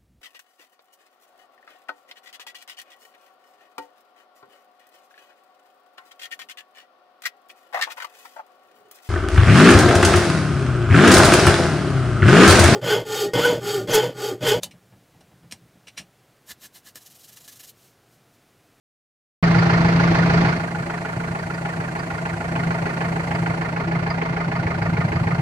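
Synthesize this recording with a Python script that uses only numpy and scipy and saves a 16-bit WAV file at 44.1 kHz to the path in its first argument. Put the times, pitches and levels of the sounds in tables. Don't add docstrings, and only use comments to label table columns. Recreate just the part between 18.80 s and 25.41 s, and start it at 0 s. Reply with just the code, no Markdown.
import sys
import numpy as np
from scipy import signal
from scipy.fft import rfft, irfft, next_fast_len
from scipy.io import wavfile
from scipy.ndimage import uniform_filter1d

SR = 44100
rng = np.random.default_rng(int(sys.argv[2]) if len(sys.argv) > 2 else 0)


def pcm_store(signal):
    levels = np.round(np.clip(np.atleast_2d(signal), -1, 1) * 32767)
    wavfile.write(sys.argv[1], SR, levels.astype(np.int16).T)


N = 291501
TIME = np.arange(N) / SR
FFT_SIZE = 2 * next_fast_len(N // 2 + 1)
CYLINDER_COUNT = 4

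# (time [s], level [dB])
ENGINE_LEVEL = [(.6, -23.5), (1.68, -23.5), (1.88, -31), (2.6, -31.5), (3.63, -31), (3.82, -28),
                (4.6, -28.5), (4.9, -29), (5.7, -28.5), (6.6, -28.5)]
# (time [s], openness [0-1])
PATH_OPEN = [(1.68, 0.67), (1.88, 0.13), (3.5, 0.09), (4.5, 0), (6.6, 0)]
# (frequency [Hz], likeness [0-1], left lead [rad], left minus right [dB])
MIC_PORTS = [(60, 0.93, -0.14, -0.1), (170, 1, 0.18, 0.06), (330, 0.79, -0.26, -1), (447, 0.91, 0.32, 4.5),
             (680, 0.57, -0.5, 0), (990, 0.75, -1.35, -0.5), (1510, 0.35, -2.0, -3),
             (2040, 0.51, -1.5, -6.5), (2490, 0, -1.5, -5), (3020, 0.38, -2, 3), (3440, 0.5, -1.5, 5),
             (4300, 0.03, -1.5, -6), (5200, 0, 2.5, -2), (9000, 0.03, 1, -1.8)]
# (start [s], end [s])
MIC_TURN_S = [3.7, 5.4]


def amp(db):
    return 10 ** (np.asarray(db) / 20)


def unit(x):
    return x / np.sqrt(np.mean(x ** 2) + 1e-20)


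def curve(rows):
    return np.interp(TIME, *np.array(rows).T)


def colour(rows, hz, column=1):
    rows = np.array(rows)
    return np.interp(np.log(hz + 1), np.log(rows[:, 0]), rows[:, column])


def bins_hz(size):
    return np.fft.rfftfreq(size, 1 / SR)


def add(mix, s, sound):
    part = mix[..., max(round(s * SR), 0):][..., :sound.shape[-1]]
    part += sound[..., :part.shape[-1]]


def noise(gain, size):
    left, other = rfft(rng.standard_normal((2, size)))
    same = np.clip(colour(MIC_PORTS, bins_hz(size)), 0, 1)
    right = same * left + np.sqrt(1 - same ** 2) * other
    return unit(irfft(np.array([left, right]) * gain, size))


def wash(rows):
    return noise(amp(colour(rows, bins_hz(FFT_SIZE))), FFT_SIZE)[:, :N]


def wander(size, rate_hz):
    lowpass = signal.butter(2, rate_hz, fs=SR, output="sos")
    return unit(signal.sosfilt(lowpass, rng.standard_normal(size)))


def swell(t, peak_s, sharp):
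    u = np.maximum(t, 0) / peak_s
    return (u * np.exp(1 - u)) ** sharp


def port_scatter_rad(hz):
    return np.sqrt(-2 * np.log(np.clip(colour(MIC_PORTS, hz), .01, 1)))


def follow_db(db_per_db, close_db=-24):
    return db_per_db * (curve(ENGINE_LEVEL) - close_db)


def crank(first_knock_s=.5935):
    # (time [s], speed [rpm])
    speed = [(.6, 798.3), (1.5, 798.2), (2.2, 797.5), (3, 796.7), (3.9, 796.6), (4.45, 793.8),
             (5.05, 795.3), (5.75, 796.7), (6.4, 795)]
    firings = 2 * np.cumsum(curve(speed)) / 60 / SR
    return firings - np.interp(first_knock_s, TIME, firings)


def firing_times(firings, first=0, step=1):
    return np.interp(np.arange(first, firings[-1], step), firings, TIME)


def block_gain(cylinder, hz):
    # (frequency [Hz], width [Hz], level for cylinder 1, 2, 3, 4 [dB])
    modes = [(246.5, 57, -6, -8, -6.5, -6.5), (331.7, 41, -5.5, -10.5, -8, -4),
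             (430.4, 97, -7, -6.5, -12, -11), (577, 110, -17, -10.5, -13, -10),
             (669, 81, -3, -3, -9.5, -12.5), (752, 97, -7.5, -24, -6.5, -12), (815, 49, -6, -11.5, -13, -7),
             (922, 124, -5.5, -8.5, -10.5, -14.5), (1015, 96, -19, -17, -11.5, -15),
             (1070, 54, -5, -16, -28, -32), (1139, 133, -12.5, -10, -18.5, -13.5),
             (1193, 120, -23, -8, -27, -27), (1240, 68, -22, -20, -14.5, -31),
             (1420, 143, -11, -8, -9.5, -27), (1428, 79, -11, -21, -12.5, -13.5),
             (1570, 290, -10, -18.5, -11.5, -26.5), (1582, 41, -19, -34, -14, -12.5),
             (1735, 42, -8.5, -12, -15, -15.5), (1820, 93, -15, -10, -22.5, -22),
             (1953, 130, -9, -21, -15.5, -15), (2091, 54, -10.5, -12.5, -12, -15),
             (2286, 51, -22, -15, -20, -36), (2347, 380, -17, -18.5, -24.5, -23.5),
             (2590, 380, -23.5, -23.5, -25.5, -27), (2910, 730, -25.5, -28, -27, -30)]
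    modes = np.array(modes, float)
    peaks = 1 / (1 + (2 * (hz - modes[:, :1]) / modes[:, 1:2]) ** 2) ** 2
    return np.sqrt(amp(modes[:, 2 + cylinder]) ** 2 @ peaks)


def knock_signature(gain, peak_s, lead_s, spread=.4998, dispersion=.1986, attack_s=.002):
    hz = np.linspace(0, SR / 2, len(gain))
    draws = rng.standard_normal((2, len(hz)))
    path, port = (unit(uniform_filter1d(uniform_filter1d(v, 5), 5)) for v in draws)
    delay_s = lead_s + peak_s * np.exp(spread * np.clip(path, -2, 2)) * (2000 / (hz + 200)) ** dispersion
    phase = -2 * np.pi * np.cumsum(delay_s) * hz[1]
    apart = port_scatter_rad(hz) * port / 2
    knock = irfft(gain * np.exp(1j * np.array([phase + apart, phase - apart])))
    t = np.arange(knock.shape[-1]) / SR
    attack = np.clip((t - lead_s) / attack_s, 0, 1)
    release = np.minimum((t[-1] - t) / lead_s, 1)
    return unit(knock * attack * release)


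def diesel_knocks(firings, uneven_db=.65, knock_db=-.75, rasp_db=-19.5, lead_s=.01, size=4096):
    # (lag [s], swell [s], level [dB], rasp [dB], gain over the microphone turn [dB])
    cylinders = [(-.001, .0115, -2, 10, -0.3), (-.002, .012, -1, 7.5, 0.5), (-.001, .01, -2, 8.5, -0.3),
                 (-.003, .0105, 1.06, 8.5, 0.2)]
    # (frequency [Hz], likeness [0-1])
    repeatability = [(250, 0.54), (450, 0.53), (800, 0.66), (1500, 0.89), (2100, 0.65), (2900, 0.83)]
    # (frequency [Hz], density [dB])
    rasp_colour = [(1500, -15), (2200, 14), (2700, -5), (3500, -2), (4300, 9), (4800, 4), (5300, -2),
                   (5900, -0.5), (7000, -10), (10000, -25.5), (15000, -64)]
    t, hz = np.arange(size) / SR, bins_hz(size)
    same = np.clip(colour(repeatability, hz), 0, 1)
    rasp_gain = amp(colour(rasp_colour, hz))
    knocks, rasps = np.zeros((2, 2, N))
    for k, (lag_s, peak_s, level_db, injector_db, turn_db) in enumerate(cylinders):
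        gain = amp(level_db) * block_gain(k, hz)
        steady, loose = gain * same, gain * np.sqrt(1 - same ** 2)
        repeating = np.linalg.norm(steady) * knock_signature(steady, peak_s, lead_s)
        for s in firing_times(firings, k, CYLINDER_COUNT) + lag_s:
            force = amp(np.interp(s, MIC_TURN_S, [0, turn_db]) + uneven_db * rng.standard_normal())
            varying = np.linalg.norm(loose) * unit(swell(t, peak_s, sharp=.22) * noise(loose, size))
            rasp = amp(injector_db) * swell(t, peak_s, sharp=.59) * noise(rasp_gain, size)
            add(knocks, s - lead_s, force * repeating)
            add(knocks, s, force * varying)
            add(rasps, s, force * rasp)
    treble = amp(rasp_db + 8 * curve(PATH_OPEN))
    return amp(curve(ENGINE_LEVEL)) * (amp(knock_db) * unit(knocks) + treble * unit(rasps))


def cover_rings(firings, uneven_db=.5, detune=.005, wobble_s=1 / 16000, size=3000):
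    # (cylinder [1-4], pitch [Hz], lag [s], swell [s], level before, after the microphone turn [dB])
    rings = [(1, 435, .009, 0.0066, -12, -2.5), (1, 820, 0, 0.01, 3.5, 3.5),
             (1, 830, 0.019, 0.0056, -3.5, -2), (1, 1425, 0, 0.0054, 5, 0.5),
             (1, 1733, 0.00099, 0.0042, -5, 2), (1, 2600, 0, 0.0028, -9, -9), (1, 2200, 0, .0034, -16, 2),
             (2, 435, .006, 0.0071, -3.5, -3.5), (2, 680, 0, 0.0094, -8.5, -10),
             (2, 928, .006, 0.007, -13, -3.5), (2, 1217, .011, 0.006, -14, 3),
             (2, 1840, .008, .0052, -2, -5), (2, 2085, 0, 0.0047, -2, 1),
             (3, 620, 0.00093, 0.0052, -12, -13), (3, 1435, .004, 0.0056, 1, 2),
             (3, 1560, .012, 0.0033, 3, -13), (4, 668, .005, 0.0091, .5, -7), (4, 890, 0, 0.0056, -11, -2),
             (4, 1800, .004, 0.005, -6.5, -20), (4, 2078, .004, .004, -5.5, -4)]
    t, out = np.arange(size) / SR, np.zeros((2, N))
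    for cylinder, hz, lag_s, peak_s, before_db, after_db in rings:
        for s in firing_times(firings, cylinder - 1, CYLINDER_COUNT) + lag_s:
            force, pitch, apart = rng.standard_normal(3)
            db = np.interp(s, MIC_TURN_S, [before_db, after_db]) + uneven_db * force
            cycles = hz * (1 + detune * pitch) * t + wobble_s * hz * wander(size, rate_hz=110)
            port_rad = port_scatter_rad(hz) * apart * np.array([[.5], [-.5]])
            add(out, s, amp(db) * swell(t, peak_s, sharp=1.4) * np.sin(2 * np.pi * cycles + port_rad))
    return amp(curve(ENGINE_LEVEL)) * out


def valve_ticks(firings, lag_s=.005, gap_s=.005, jitter_s=.001, step_db=-1.5, uneven_db=2, size=1024):
    # (frequency [Hz], density [dB])
    tick_colour = [(1500, -10), (2500, 0), (3500, -6.5), (4300, -1.5), (4900, 2), (5400, -3), (6000, -6),
                   (7500, -21), (12000, -53)]
    t, out = np.arange(size) / SR, np.zeros((2, N))
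    gain = amp(colour(tick_colour, bins_hz(size)))
    envelope = swell(t, peak_s=.0013, sharp=2)
    for s in firing_times(firings):
        for k, (force, late) in enumerate(rng.standard_normal((3, 2))):
            db = -16.5 + k * step_db + uneven_db * force
            add(out, s + lag_s + k * gap_s + late * jitter_s, amp(db) * envelope * noise(gain, size))
    return amp(curve(ENGINE_LEVEL) + 6 * curve(PATH_OPEN)) * out


def bay_roar(gain_db=-13, open_db=14):
    # (frequency [Hz], density [dB])
    roar_colour = [(100, -42), (220, 6.5), (400, 7.5), (550, -2), (800, -1), (1200, 5), (2100, -2),
                   (3200, -11), (4400, -17), (5800, -20.5), (8000, -43), (12000, -77)]
    return amp(curve(ENGINE_LEVEL) + gain_db + open_db * curve(PATH_OPEN)) * wash(roar_colour)


def exhaust_rumble(firings, base_db=-25, noise_db=-3, shudder_db=2.5):
    # (multiple of the firing rate [1], relative level [dB])
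    orders = [(2, -18.5), (3, -16), (4, -14), (5, -4.5), (8, -31)]
    # (frequency [Hz], density [dB])
    boom_colour = [(15, -51), (33, -37), (50, 3.5), (63, -9), (80, 4.5), (130, 7), (185, 5.5), (230, -3),
                   (300, -12.5), (500, -65)]
    tones = sum(amp(db) * np.sqrt(2) * np.cos(2 * np.pi * (k * firings + rng.random()))
                for k, db in orders)
    boom = wash(boom_colour) * (1 + np.cos(2 * np.pi * firings))
    return amp(base_db + follow_db(1.325) + shudder_db * shudder()) * (tones + amp(noise_db) * boom)


def drone_phase(waver_rad=.17):
    # (time [s], frequency [Hz])
    pitch = [(.6, 168.9), (1.9, 169.1), (3.6, 168), (4.6, 167.7), (6.6, 167.8)]
    return 2 * np.pi * np.cumsum(curve(pitch)) / SR + waver_rad * wander(N, rate_hz=7.5)


def cab_drone(phase, base_db=-19, octave_db=-19, neighbour_db=-48, beat_hz=2.234, crest_s=3.81):
    octave = amp(octave_db + 3 * wander(N, rate_hz=7)) * np.cos(2 * phase)
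    flutter_db = .98 * wander(N, rate_hz=16)
    tone = amp(base_db + follow_db(1.69) + flutter_db) * (np.cos(phase) + octave)
    neighbour = amp(neighbour_db) * np.cos(phase - 2 * np.pi * beat_hz * (TIME - crest_s))
    return np.sqrt(2) * (tone + neighbour)


def air_hiss(firings, gain_db=4, depth=.22, lag_s=.01):
    # (time [s], level [dB])
    level = [(.6, -58.5), (1.8, -57), (4.65, -56), (5, -61.5), (5.7, -62), (6.1, -60), (6.6, -59.5)]
    # (frequency [Hz], density [dB])
    hiss_colour = [(500, -51), (3300, -26), (6000, 7), (8000, 8), (10000, 2), (12500, -6), (15500, -15.5)]
    puffs = 1 + depth * np.cos(2 * np.pi * np.interp(TIME - lag_s, TIME, firings))
    return amp(curve(level) + gain_db) * puffs * wash(hiss_colour)


def cab_jolts(firings, drone_rad, lag_s=.01423, base_db=-27.5, spread_db=6.5, ring_hz=125, detune=.062):
    # (time [s], peak [dB], frequency [Hz])
    thumps = [(0.72, -16.5, 125), (0.768, -12.5, 135), (0.874, -18, 125), (1.056, -10, 135),
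              (1.586, -15, 120), (2.009, -22.5, 135), (2.374, -21, 123), (2.998, -19, 132),
              (3.542, -21.5, 115), (3.879, -18, 139), (4.606, -25.5, 115), (4.641, -20, 125),
              (5.172, -21, 121), (5.513, -18.5, 141), (5.687, -21.5, 130), (5.799, -22, 120),
              (5.863, -16, 105), (5.955, -23, 116), (6.024, -23, 106), (6.096, -20.5, 131),
              (6.143, -23, 130), (6.195, -19, 149), (6.252, -16, 142), (6.373, -20, 137),
              (6.416, -19.5, 136), (6.473, -32, 124), (6.533, -20, 130), (6.597, -16.5, 143)]
    t, out = np.arange(3000) / SR, np.zeros(N)
    turns_s = firing_times(firings, first=1, step=2)
    force, pitch = rng.standard_normal((len(turns_s), 2)).T
    jolt_db = base_db + np.interp(turns_s, TIME, follow_db(2.5)) + spread_db * force
    jolt_hz = ring_hz * (1 + detune * pitch)
    heavy = [(s, db, hz, np.interp(s, TIME, drone_rad)) for s, db, hz in thumps]
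    regular = [(s, db, hz, 0) for s, db, hz in zip(turns_s + lag_s, jolt_db, jolt_hz)]
    peak_s = .0083
    envelope = swell(t, peak_s, sharp=1.8)
    for s, db, hz, phase in heavy + regular:
        add(out, s - peak_s, amp(db) * envelope * np.cos(2 * np.pi * hz * (t - peak_s) + phase))
    return out


def loose_part(firings, lag_s=.006, base_db=-39, spread_db=3, rise_s=.003, wobble_rad=.55, size=5000):
    # (time [s], level [dB])
    pings = [(.786, -30), (1.541, -31), (2.59, -40), (2.741, -40), (3.191, -35.5), (4.548, -38),
             (5.301, -28.5), (5.759, -40), (6.02, -37), (6.357, -36)]
    # (frequency [Hz], level [dB], t60 [s])
    modes = [(4700, -1.5, 0.052), (4730, -8.5, 0.075), (4860, 0, .07), (5040, -10.5, 0.075), (4630, 0, .04)]
    t, out = np.arange(size) / SR, np.zeros((2, N))
    usual_db = base_db + follow_db(3.3)
    rattle = [(s + lag_s, np.interp(s, TIME, usual_db) + spread_db * rng.standard_normal())
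              for s in firing_times(firings, first=1, step=CYLINDER_COUNT)]
    for s, db in [*pings, *rattle]:
        ring = np.zeros((2, size))
        for hz, mode_db, t60_s in modes:
            phase = 2 * np.pi * (hz * t + rng.random((2, 1))) + wobble_rad * wander(size, rate_hz=250)
            ring += amp(mode_db - 60 * t / t60_s) * np.sin(phase)
        add(out, s, amp(db) * ring * (1 - np.exp(-t / rise_s)))
    return out


def hard_knocks(peak_s=.0063, size=4096):
    # (time [s], level re engine [dB])
    harsh_firings = [(.894, -3.5), (1.646, -0.5), (2.096, -2), (2.248, -0.5), (2.85, 2), (3.452, -1.5),
                     (3.753, 2.5), (3.904, -6.5), (4.206, -1), (4.508, 2.5), (4.549, 1.5), (4.659, 1),
                     (5.413, 0), (6.318, -4)]
    # (frequency [Hz], gain re usual knock [dB])
    brightness = [(250, -11), (850, 2.5), (1500, 1), (2200, 3.5), (2900, 9.5), (3600, 3.5), (8000, 0),
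                  (14000, -14)]
    t, hz, out = np.arange(size) / SR, bins_hz(size), np.zeros((2, N))
    gain = block_gain(0, hz) * amp(colour(brightness, hz))
    for s, db in harsh_firings:
        add(out, s, amp(db) * swell(t, peak_s, sharp=.77) * noise(gain, size))
    return amp(curve(ENGINE_LEVEL)) * out


def hum_throb(pulse_hz=17.7, crest_s=6.535, depth=.38):
    # (time [s], gain [dB])
    waver = [(1.8, 0), (2.15, -1.5), (2.4, 0.5), (3.9, -0.5), (4.02, -1.5), (4.2, -2.5), (4.33, 0),
             (4.48, -2), (4.6, 1), (4.95, -1.5), (5.15, 2.5), (5.6, -2.5), (6.1, -0.5)]
    pulse = np.cos(2 * np.pi * pulse_hz * (TIME - crest_s))
    return amp(curve(waver)) * (1 + depth * shudder() * pulse)


def shudder(start_s=5.61, build_s=.5):
    return np.clip((TIME - start_s) / build_s, 0, 1)


def shudder_boom(waver_rad=.47):
    # (frequency [Hz], level [dB])
    cab_tones = [(80, -45), (101.5, -31.5)]
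    tones = sum(amp(db) * np.cos(2 * np.pi * hz * TIME + waver_rad * wander(N, rate_hz=8))
                for hz, db in cab_tones)
    return np.sqrt(2) * shudder() * tones


def scene():
    firings = crank()
    drone_rad = drone_phase()
    clatter = diesel_knocks(firings) + hard_knocks() + cover_rings(firings)
    clatter += valve_ticks(firings) + loose_part(firings)
    hum = hum_throb() * (exhaust_rumble(firings) + cab_drone(drone_rad) + shudder_boom())
    return clatter + bay_roar() + hum + cab_jolts(firings, drone_rad) + air_hiss(firings)


def record(dry, start_s=.627, cutoff_hz=15800):
    hz, side = bins_hz(FFT_SIZE), np.array([[.5], [-.5]])
    port_gain = amp(side * colour(MIC_PORTS, hz, column=3))
    port_phase = np.exp(1j * side * colour(MIC_PORTS, hz, column=2))
    heard = irfft(rfft(dry, FFT_SIZE) * port_gain * port_phase, FFT_SIZE)[:, :N]
    lowpass = signal.firwin(511, cutoff_hz, window=("kaiser", 9), fs=SR)
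    return signal.oaconvolve(heard * (TIME >= start_s), lowpass[None], "same")


dry = scene()
out = record(dry)
pcm_store(out)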